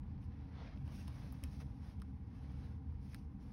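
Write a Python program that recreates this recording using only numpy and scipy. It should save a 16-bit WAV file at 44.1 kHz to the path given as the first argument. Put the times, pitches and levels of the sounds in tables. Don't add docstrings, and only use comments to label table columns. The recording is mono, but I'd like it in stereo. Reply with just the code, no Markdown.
import sys
import numpy as np
from scipy import signal
from scipy.fft import rfft, irfft
from scipy.io import wavfile
from scipy.ndimage import uniform_filter1d

SR = 44100
rng = np.random.default_rng(int(sys.argv[2]) if len(sys.argv) > 2 else 0)


def magnitude_from_level(level_db):
    exponent = np.asarray(level_db, float) / 20
    return 10 ** exponent


def digitize_waveform(pressure):
    field = np.atleast_2d(pressure).T
    bounded = np.clip(field, -1, 1)
    quanta = np.round(bounded * 32767).astype(np.int16)
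    wavfile.write(sys.argv[1], SR, quanta)


N = 155232


def evened(x):
    return x / np.sqrt(np.mean(x ** 2) + 1e-20)


def read(points, hz):
    table_hz, value = np.transpose(points)
    return np.interp(np.log(hz + 1), np.log(table_hz + 1), value)


def drift(slow_hz, fast_hz, t):
    total = 0
    for hz in np.geomspace(slow_hz, fast_hz, num=24):
        total = total + np.sin(2 * np.pi * (hz * t + rng.random())) / np.sqrt(hz)
    return evened(total)


def ring(x, hz, width_hz):
    b, a = signal.iirpeak(hz, max(hz / min(width_hz, 7000), 0.3), SR)
    return signal.lfilter(b, a, x)


# resonance in Hz, width in Hz, boost in dB.
HOUSING = [(597, 210, 1), (1410, 42, 0.5), (2220, 140, 2), (2570, 98, 2.5), (3460, 100, 1),
           (4860, 330, 0.5), (5500, 510, 0)]
# frequency in Hz, lead in radians.
LEFT_LEAD = [(400, 0), (2000, .45), (2800, 1.), (5000, .45), (7450, 3.14), (10500, 6.28), (13500, 9.42),
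             (16000, 12.4)]


def ports(pair, likeness):
    hz = np.fft.rfftfreq(pair.shape[1], 1 / SR)
    housing_db = sum(db / (1 + (2 * (hz - f) / width) ** 2) for f, width, db in HOUSING)
    left, other = rfft(pair) * magnitude_from_level(housing_db)
    same = np.clip(read(likeness, hz), 0, 1)
    lead_hz, lead = np.transpose(LEFT_LEAD)
    right = same * left + np.sqrt(1 - same ** 2) * other
    right = right * np.exp(-1j * np.interp(hz, lead_hz, lead))
    return irfft(np.array([left, right]), pair.shape[1])


# frequency in Hz, level in dB.
VENTILATION = [(25, -92), (48, -72), (300, -83.5), (380, -96), (620, -104), (1100, -101), (2000, -110),
               (4000, -121), (16000, -135)]
# pitch in Hz, width in Hz, level in dB.
ROOM_MODES = [(50.7, 4.9, -61), (74.2, 19.2, -60.5), (125, 34.9, -65), (197.3, 31.7, -69.5),
              (264.8, 40.2, -74), (461.7, 62, -89), (792, 66, -89), (950, 200, -95), (2110, 29, -108)]
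# frequency in Hz, likeness 0-1.
AIR_LIKENESS = [(60, .9997), (100, .9985), (170, .988), (340, .93), (560, .15), (1300, .1), (2000, .6),
                (3000, .35), (7000, .85)]


def air():
    hz = np.fft.rfftfreq(N, 1 / SR)
    power = magnitude_from_level(read(VENTILATION, hz)) ** 2
    for mode_hz, width_hz, db in ROOM_MODES:
        power += magnitude_from_level(db) ** 2 / (1 + (2 * (hz - mode_hz) / width_hz) ** 4)
    noise = irfft(rfft(rng.standard_normal((2, N))) * np.sqrt(power), N)
    level_db, swell_db = 39, 0.4
    return ports(noise, AIR_LIKENESS) * magnitude_from_level(level_db + swell_db * drift(0.43, 5, np.arange(N) / SR))


def whine():
    t = np.arange(N) / SR
    base_hz, step_hz, up_s, down_s = 13437, 227, 1.66, 3.35
    level_db, wobble_db = -92, 5.5
    hz = base_hz + step_hz * ((t > up_s) & (t < down_s))
    tone = np.sqrt(2) * np.sin(2 * np.pi * np.cumsum(hz) / SR)
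    tone *= magnitude_from_level(level_db + wobble_db * drift(0.25, 11.0, t))
    return np.array([tone, -tone])


# start in seconds, length in seconds, share of the length spent rising 0-1,
# dull swish level in dB, bright scrape level in dB.
PAGE_STROKES = [(.0, 0.64, 0.15, -75, -97), (0.201, 0.084, 0.32, -83, -78.5),
                (0.22, 0.99, 0.22, -71.5, -87.5), (0.485, 0.32, 0.45, -60.5, -99),
                (0.557, .14, 0.46, -66, -97), (.92, 0.11, 0.65, -81, -73), (0.753, 0.26, 0, -76, -83),
                (0.842, 0.12, 0.44, -65.5, -73), (0.9, 0.22, 0.24, -68.5, -65.5),
                (0.976, 0.45, 0.49, -63.5, -71.5), (1.3, 0.31, 0.2, -70.5, -76.5),
                (1.419, 0.1, 0.16, -65, -73), (1.466, 0.24, 0.29, -71.5, -71),
                (1.597, 0.045, 0.23, -59.5, -68), (1.616, 0.82, 0.09, -74.5, -82),
                (1.773, 0.2, 0.56, -68.5, -74.5), (2.181, 0.44, 0.68, -70, -81),
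                (2.42, 0.41, 0.54, -69.5, -79), (2.578, .12, 0.4, -70.5, -81),
                (2.324, 0.14, 0.24, -87, -81.5), (2.717, 0.41, 0.53, -78.5, -89.5),
                (2.986, 0.2, 0.44, -76, -74.5), (3.104, 0.18, 0.1, -73, -73), (3.2, 0.27, 0.46, -83, -90.5),
                (3.387, 0.31, 0.1, -75, -79)]


def pressure(column):
    t, power = np.arange(N) / SR, np.zeros(N)
    softness = 1.3
    for row in PAGE_STROKES:
        start, length, rise = row[:3]
        progress = (t - start) / length
        top = np.clip(rise, 0.05, 0.95)
        slope = np.clip(np.minimum(progress / top, (1 - progress) / (1 - top)), 0, 1)
        power += (magnitude_from_level(row[column]) * np.sin(np.pi / 2 * slope) ** softness) ** 2
    return np.sqrt(power)


def friction(colour, column):
    slips_per_s, spread_db, smooth_share, flutter_db = 2600, -3, 0.69, 0.93
    patch_db, rub_top_hz = 3, 15800
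    slips = magnitude_from_level(spread_db * np.minimum(rng.exponential(1, N), 6)) * (rng.random(N) < slips_per_s / SR)
    grain = smooth_share + (1 - smooth_share) * evened(uniform_filter1d(slips, size=5))
    drive = grain * rng.standard_normal((2, N))
    drive *= magnitude_from_level(flutter_db * drift(12, 120, np.arange(N) / SR))
    hz, _, z = signal.stft(drive, SR, nperseg=512, noverlap=384)
    hz = hz[:, None]
    patches = evened(uniform_filter1d(rng.standard_normal(z.shape[1:]), size=20, axis=1))
    shape = magnitude_from_level(read(colour, hz) + patch_db * patches) * (hz < rub_top_hz)
    rub = signal.istft(z * shape, SR, nperseg=512, noverlap=384)[1][:, :N]
    return evened(rub) * pressure(column)


# frequency in Hz, level in dB.
SWISH_COLOUR = [(250, -12.5), (480, 3.5), (850, 4.5), (1380, -1), (2100, -4.5), (3300, -8.5), (5500, -14.5),
                (15000, -53.5)]
# frequency in Hz, level in dB.
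SCRAPE_COLOUR = [(1200, -9.5), (2500, -1), (4300, -5.5), (5300, 0.5), (6700, -4.5), (7600, -6.5),
                 (11000, -9), (15800, -12.5)]
# frequency in Hz, likeness 0-1.
PAPER_LIKENESS = [(500, .5), (1000, .35), (2000, .85), (2800, .4), (4000, .75), (7500, .88), (9000, .75),
                  (13000, .88)]


def pages():
    swish = friction(SWISH_COLOUR, column=3)
    scrape = friction(SCRAPE_COLOUR, column=4)
    return ports(swish + scrape, PAPER_LIKENESS)


def block():
    band = signal.butter(4, (122.5, 292), "band", fs=SR, output="sos")
    groan = evened(signal.sosfilt(band, rng.standard_normal(N)))
    return groan * magnitude_from_level(11) * uniform_filter1d(pressure(column=4), size=9000)


# time in seconds, body level in dB, body pitch in Hz, treble level in dB,
# time to fade by 60 dB in seconds.
EDGE_SNAPS = [(0.0313, -63, 1500, -93, 0.014), (.055, -65, 700, -90, 0.029), (.228, -63, 2500, -81, 0.018),
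              (0.7738, -58, 2630, -87, 0.0084), (0.8774, -59, 2600, -60, 0.017),
              (1.074, -57, 2400, -74, 0.024), (1.0787, -53, 3500, -49.5, 0.0093),
              (1.0795, -51, 880, -58, 0.029), (1.3231, -46, 14000, -61, 0.032),
              (1.3244, -54, 950, -72, .03), (1.4373, -47, 2750, -36.5, 0.0072),
              (1.4395, -58, 1900, -59, 0.022), (1.6073, -81, 2370, -66, 0.02),
              (1.611, -59, 2130, -58, 0.03), (2, -64, 3100, -60, 0.0046), (2.018, -59, 4500, -51, 0.012),
              (2.0194, -50.5, 1250, -75, 0.019), (2.9232, -59, 885, -75, 0.011),
              (3.1315, -58, 1970, -66, 0.032), (3.1339, -57, 2000, -59, 0.011),
              (3.1451, -52, 5770, -41.5, 0.01), (3.1452, -45.5, 1530, -74, 0.015),
              (3.4084, -74, 1500, -75, .012)]
# pitch in Hz, width in Hz, level in dB.
CRACK_MODES = [(3400, 1600, -4.5), (5280, 470, -4), (8920, 2880, 1.5), (11170, 3900, -0.5),
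               (14000, 1500, -12)]
# frequency in Hz, likeness 0-1.
SNAP_LIKENESS = [(500, .9), (5500, .9), (7000, .88), (9000, .85), (13500, .65), (16000, .8)]


def snaps():
    rise_s, tail_db, tail_s = 0.00057, -13, 0.05
    flick = 13
    body_width, body_late_s = 0.69, 0.00034
    echo_s, echo_db = 0.0057, -18
    t, out = np.arange(4000) / SR, np.zeros((2, N + 5000))
    for start, body_db, hz, treble_db, fade_s in EDGE_SNAPS:
        shape = magnitude_from_level(-60 * t / fade_s) + magnitude_from_level(tail_db - 60 * t / tail_s)
        burst = rng.standard_normal((2, len(t))) * shape * np.minimum(t / rise_s, 1)
        burst[:, round(rise_s * SR)] += flick * shape[0] / 2
        treble = 0
        for f, width, db in CRACK_MODES:
            treble = treble + magnitude_from_level(db) * evened(ring(ring(burst, f, width), f, width))
        body = ring(ring(burst, hz, hz * body_width), hz, hz * body_width)
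        body = np.roll(body, round(body_late_s * SR), axis=1)
        sound = magnitude_from_level(body_db) * body / abs(body[0]).max()
        sound += magnitude_from_level(treble_db) * treble / abs(treble[0]).max()
        for late_s, db in ((0, 0), (echo_s, echo_db)):
            out[:, round((start + late_s) * SR):][:, :len(t)] += magnitude_from_level(db) * sound
    return ports(out[:, :N], SNAP_LIKENESS)


# start in seconds, length in seconds, pitch in Hz, level in dB.
AIR_PUSHES = [(0.082, 0.11, 79.4, -44), (.23, 0.078, 78.7, -39), (0.432, 0.15, 79, -53.5),
              (0.664, 0.088, 68.7, -46), (0.823, 0.16, 80.2, -45), (1.038, 0.063, 77, -41.5),
              (1.422, 0.067, 77.7, -42), (1.959, 0.05, 77, -43), (2.169, 0.12, 71.6, -44.5),
              (2.733, 0.065, 72, -45.5), (2.841, 0.11, 76.3, -42), (.1, 0.083, 140, -49.5),
              (0.782, 0.095, 135.6, -46), (.88, .1, 138.7, -48), (1.277, 0.11, 262.2, -55),
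              (2.58, 0.097, 140, -51.5), (3.22, 0.12, 77.3, -46), (3.331, 0.15, 200.3, -55.5)]


def pushes():
    out = np.zeros(N + SR)
    for start, length, hz, db in AIR_PUSHES:
        t = np.arange(0, length, 1 / SR)
        swell = np.sin(np.pi * t / length)
        out[round(start * SR):][:len(t)] += magnitude_from_level(db) * swell * np.sin(2 * np.pi * hz * t)
    return out[:N]


def scene():
    return air() + whine() + pages() + block() + snaps() + pushes()


def joint_gate(x):
    from_hz, under_db, keep_db = 6000, -6.5, -95
    top_from_hz, top_keep_db, dropped_db = 13850, -112, -24
    sum_and_difference = np.array([x[0] + x[1], x[0] - x[1]]) / 2
    hz, _, z = signal.stft(sum_and_difference, SR, nperseg=1024, noverlap=768)
    hz = hz[:, None]
    power = uniform_filter1d(uniform_filter1d(abs(z) ** 2, size=14, axis=1), size=5, axis=2)
    level_db = 10 * np.log10(abs(power) + 1e-20)
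    slow_db = uniform_filter1d(level_db, size=40, axis=2)
    weak = (slow_db - slow_db[::-1] < under_db) & (hz > from_hz) & (level_db < keep_db)
    faint = (hz > top_from_hz) & (level_db < top_keep_db)
    gated = z * np.where(weak | faint, magnitude_from_level(dropped_db), 1)
    mid, side = signal.istft(gated, SR, nperseg=1024, noverlap=768)[1][:, :N]
    return np.array([mid + side, mid - side])


def roll_off(x):
    return signal.sosfilt(signal.butter(12, 16860, fs=SR, output="sos"), x)


def record(dry):
    edge = signal.firwin(255, 16400, fs=SR)
    limited = signal.oaconvolve(joint_gate(dry), edge[None], "same")
    return roll_off(limited)


dry = scene()
out = record(dry)
digitize_waveform(out)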